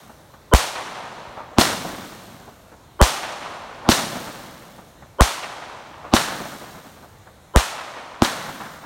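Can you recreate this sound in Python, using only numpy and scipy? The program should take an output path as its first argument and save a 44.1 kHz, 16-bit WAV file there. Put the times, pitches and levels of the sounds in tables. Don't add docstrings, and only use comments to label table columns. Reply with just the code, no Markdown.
import sys
import numpy as np
from scipy import signal
from scipy.io import wavfile
from scipy.ndimage import uniform_filter1d

SR = 44100
rng = np.random.default_rng(int(sys.argv[2]) if len(sys.argv) > 2 else 0)


def transcribe(u):
    v = np.clip(np.atleast_2d(u).T, -1, 1)
    q = np.round(v * 32767).astype(np.int16)
    wavfile.write(sys.argv[1], SR, q)


N = 390285
AGE = np.arange(2 * SR) / SR
EDGES_HZ = np.geomspace(28, 17000, 33)
CENTRES_HZ = np.sqrt(EDGES_HZ[1:] * EDGES_HZ[:-1])


def from_db(db):
    return 10 ** (np.asarray(db) / 20)


def rms_one(x):
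    return x / np.sqrt(np.mean(x ** 2) + 1e-20)


def level_at(spectrum, hz):
    points_hz, levels_db = np.transpose(spectrum)
    return np.interp(np.log(hz), np.log(points_hz), levels_db)


def bandpass(x, band_hz):
    return signal.sosfilt(signal.butter(2, band_hz, "band", fs=SR, output="sos"), x)


def below(hz, corner_hz):
    return 1 / (1 + (hz / corner_hz) ** 6)


def add(track, start_s, sound):
    start = int(round(start_s * SR))
    first, last = max(start, 0), min(start + len(sound), len(track))
    if last > first:
        track[first:last] += sound[first - start:last - start]


def dying(t60_s, delay_s=0):
    return (AGE >= delay_s) * from_db(-60 * np.clip((AGE - delay_s) / t60_s, 0, 10))


def falling(db_per_s, build_s):
    return from_db(-db_per_s * AGE) * (1 - np.exp(-AGE / build_s))


def drift(rate_hz):
    knots = rng.standard_normal(int(N / SR * rate_hz) + 2)
    return rms_one(np.interp(np.arange(N) / SR * rate_hz, np.arange(len(knots)), knots))


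def noise_bands(grain_db):
    white = rng.standard_normal((2, N)) * from_db(grain_db * drift(2000))
    for k, hz in enumerate(CENTRES_HZ):
        yield hz, rms_one(bandpass(white[k % 2], EDGES_HZ[k:k + 2]))


def vent(resonances, length_s, swell_db):
    size, rush = int(length_s * SR), 0
    for hz, width_hz, db in resonances:
        band = bandpass(rng.standard_normal(SR // 4), [hz - width_hz / 2, hz + width_hz / 2])
        rush += from_db(db) * rms_one(band[-size:])
    even = rush / np.sqrt(uniform_filter1d(rush ** 2, size=220) + 1e-12)
    return even * from_db(np.linspace(-swell_db, 0, size))


def blast(modes):
    return sum((-1) ** k * from_db(db) * np.sin(2 * np.pi * hz * AGE) * dying(t60_s)
               for k, (hz, db, t60_s) in enumerate(modes))


def echo(delay_s, db, smear_s):
    t60_s = smear_s * delay_s / (delay_s + .06)
    return from_db(db) * (dying(t60_s, delay_s) - dying(t60_s / 10, delay_s))


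def tails(shots, colour, echoes, grain_db, flutter_db, smear_s,
          roll_db, roll_dull_hz, roll_fall_db_per_s, air_db_per_s):
    tree_fall_db_per_s, leaf_db_per_s_khz, roll_dull_db_per_octave = 106, 2.3, 2.5
    band_octaves = np.log2(EDGES_HZ[1] / EDGES_HZ[0])
    out, flutter = np.zeros(N), drift(70)
    returns = [(echo(delay_s, db, smear_s) ** 2, dull_hz) for delay_s, db, dull_hz in echoes]
    for hz, noise in noise_bands(grain_db):
        khz = hz / 1000
        trees = falling(tree_fall_db_per_s + leaf_db_per_s_khz * khz, build_s=.006) ** 2
        trees /= 1 + (200 / hz) ** 2
        far = falling(roll_fall_db_per_s + air_db_per_s * np.sqrt(khz), build_s=.09) ** 2
        far_db = roll_db - roll_dull_db_per_octave * np.log2(1 + hz / roll_dull_hz)
        walls = sum(back * below(hz, dull_hz) for back, dull_hz in returns)
        off_middle = 1 - np.exp(-(np.log2(hz / 1300) / 1.1) ** 2)
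        power = np.zeros(N)
        for start_s, strength_db, _, own_roll_db, fullness_db in shots:
            reflected = (trees + walls) * from_db(2 * strength_db)
            roll = far * from_db(2 * (far_db + own_roll_db))
            add(power, start_s, (reflected + roll) * from_db(2 * off_middle * fullness_db))
        level_db = level_at(colour, hz) + flutter_db * below(hz, corner_hz=2600) * flutter
        out += noise * np.sqrt(power * band_octaves) * from_db(level_db)
    return out


# start_s, strength_db, hiss_db, far_roll_db, fullness_db
TUBE_SHOTS = [(-.796, 0, 0, -1, -2.5), (1.5848, .5, -2.5, 0, 1.5), (3.8898, 1, -1, 1, .5),
              (6.1377, 0, 1.5, .5, -1.5), (8.2210, -2, -7.5, 2, -4.5)]
# pitch_hz, width_hz, level_db
TUBE_HISS = [(230, 160, -2), (650, 500, 0), (1100, 300, -3), (3400, 2200, -11)]
# pitch_hz, level_db, t60_s
TUBE_RING = [(62, 5, .055), (245, 15, .027), (360, 12, .024), (760, 15, .008), (1150, 14, .005),
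             (5200, 7, .001)]
# pitch_hz, level_db (power per octave)
TUBE_TAIL = [(50, -35), (100, -26.5), (170, -16), (270, -14.5), (400, -18.5), (620, -11), (1550, -8),
             (2500, -12), (3600, -7), (8500, -8.5), (15000, -17.5)]
# delay_s, level_db (against the tree scatter), dull_above_hz
TUBE_ECHOES = [(.026, 9.5, 6000), (.14, -8, 1200), (.264, -6, 900), (.891, -28, 1100), (1.132, -30.5, 1450)]
def launches():
    out = tails(TUBE_SHOTS, TUBE_TAIL, TUBE_ECHOES, grain_db=1.5, flutter_db=1.6, smear_s=.13,
                roll_db=-4.7, roll_dull_hz=500, roll_fall_db_per_s=33.5, air_db_per_s=6.8)
    pop = blast(TUBE_RING)
    bounce_s, bounce_db = .0088, -12
    for start_s, strength_db, hiss_db, *_ in TUBE_SHOTS:
        rush = from_db(hiss_db - 16) * vent(TUBE_HISS, length_s=.02, swell_db=24)
        add(out, start_s - len(rush) / SR, rush)
        add(out, start_s, from_db(strength_db) * pop)
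        add(out, start_s + bounce_s, from_db(strength_db + bounce_db) * pop)
    return out


# pitch_hz, level_db (relative power per octave)
STAR_SIZZLE = [(1500, -14), (3500, -3), (8000, 0), (10500, -3), (14000, 0), (16000, -3)]
def stars():
    peak_db, rise_s, fade_db_per_s = -35, .25, 35
    flare = np.minimum(AGE / rise_s, 1) * from_db(peak_db - fade_db_per_s * np.maximum(AGE - rise_s, 0))
    burn = np.zeros(N)
    for start_s, strength_db, *_ in TUBE_SHOTS:
        add(burn, start_s, from_db(strength_db) * flare)
    fizz = sum(noise * from_db(level_at(STAR_SIZZLE, hz))
               for hz, noise in noise_bands(grain_db=3) if hz > STAR_SIZZLE[0][0])
    return burn * rms_one(fizz)


# pitch_hz, level_db (relative power per hertz)
NIGHT_HUSH = [(30, -20), (55, -5), (125, -4), (210, -13), (380, -14), (600, -13), (1000, -16.5),
              (2100, -24), (2750, -30), (3700, -24.5), (5000, -32), (6400, -27), (7600, -32.5),
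              (16000, -38)]
def night(level_db=-49.2):
    hush = sum(noise * np.sqrt(hz) * from_db(level_at(NIGHT_HUSH, hz) + 1.5 * drift(9))
               for hz, noise in noise_bands(grain_db=0))
    return from_db(level_db) * rms_one(hush)


# start_s, strength_db, hiss_db, far_roll_db, fullness_db
SHELL_SHOTS = [(.5374, .5, 0, 1, .5), (3.0153, 1, 0, 1.5, .5), (5.2088, -.5, -1, -1.5, 0),
               (7.5610, -.5, -7, -1, -1.5)]
# pitch_hz, width_hz, level_db
SHELL_HISS = [(380, 70, -5), (570, 100, -3), (1030, 150, 0), (1400, 200, -9), (3080, 100, -17.5)]
# pitch_hz, level_db, t60_s
SHELL_RING = [(170, 12, .022), (600, 15, .007), (1100, 14, .005), (2300, 6, .002), (8200, 11.5, .0007)]
# pitch_hz, level_db (power per octave)
SHELL_TAIL = [(50, -43), (150, -30), (260, -25.5), (460, -21), (660, -11.5), (1000, -8.5), (1900, -12),
              (4200, -9), (8500, -10.5), (15000, -21)]
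# delay_s, level_db (against the tree scatter), dull_above_hz
SHELL_ECHOES = [(.009, 3, 9000), (.215, -12, 3000), (.4, -22, 2800), (.83, -21, 1300)]
def bursts():
    out = tails(SHELL_SHOTS, SHELL_TAIL, SHELL_ECHOES, grain_db=1.3, flutter_db=.8, smear_s=.35,
                roll_db=-9.5, roll_dull_hz=2000, roll_fall_db_per_s=15, air_db_per_s=11.5)
    crack = blast(SHELL_RING)
    ground_s, ground_db = .0099, -2
    bounce = bandpass(crack + 1e-18, band_hz=(300, 3800))
    boom_hz, boom_db = 55, 21
    suction = dying(t60_s=.064) * (1 - dying(t60_s=.05))
    boom = -from_db(boom_db) * np.sin(2 * np.pi * boom_hz * AGE) * suction
    for start_s, strength_db, hiss_db, *_ in SHELL_SHOTS:
        rush = from_db(hiss_db - 5) * vent(SHELL_HISS, length_s=.022, swell_db=28)
        add(out, start_s - .001 - len(rush) / SR, rush)
        add(out, start_s, from_db(strength_db) * crack)
        add(out, start_s + .0015, from_db(strength_db) * boom)
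        add(out, start_s + ground_s, from_db(strength_db + ground_db) * bounce)
    return out


def scene():
    return (launches() + stars() + bursts() + night())[None]


# pitch_hz, width_hz, gain_db
HOUSING_DIPS = [(4900, 350, -4), (7600, 600, -2.5), (10400, 700, -4)]
def housing(x):
    for hz, width_hz, db in HOUSING_DIPS:
        band = signal.lfilter(*signal.iirpeak(hz, hz / width_hz, fs=SR), x)
        x = x - (1 - from_db(db)) * band
    return x


def gain_control(x, depth_db, release_db_per_s, attack_s):
    over_db = np.clip(20 * np.log10(np.abs(x) + 1e-9), 0, depth_db)
    ramp_db = release_db_per_s * np.arange(N) / SR
    cut_db = np.maximum.accumulate(over_db + ramp_db, axis=-1) - ramp_db
    pole = np.exp(-1 / (attack_s * SR))
    return x * from_db(-signal.lfilter([1 - pole], [1, -pole], cut_db))


def record(dry):
    ceiling, rumble_hz, top_hz = .92, 12, 16000
    held = gain_control(housing(dry), depth_db=12, release_db_per_s=14, attack_s=.0003)
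    rounded = held / (1 + (held / ceiling) ** 4) ** (1 / 4)
    trimmed = signal.sosfilt(signal.butter(1, rumble_hz, "high", fs=SR, output="sos"), rounded)
    return signal.sosfilt(signal.ellip(12, .1, 95, top_hz, fs=SR, output="sos"), trimmed)


dry = scene()
out = record(dry)
transcribe(out)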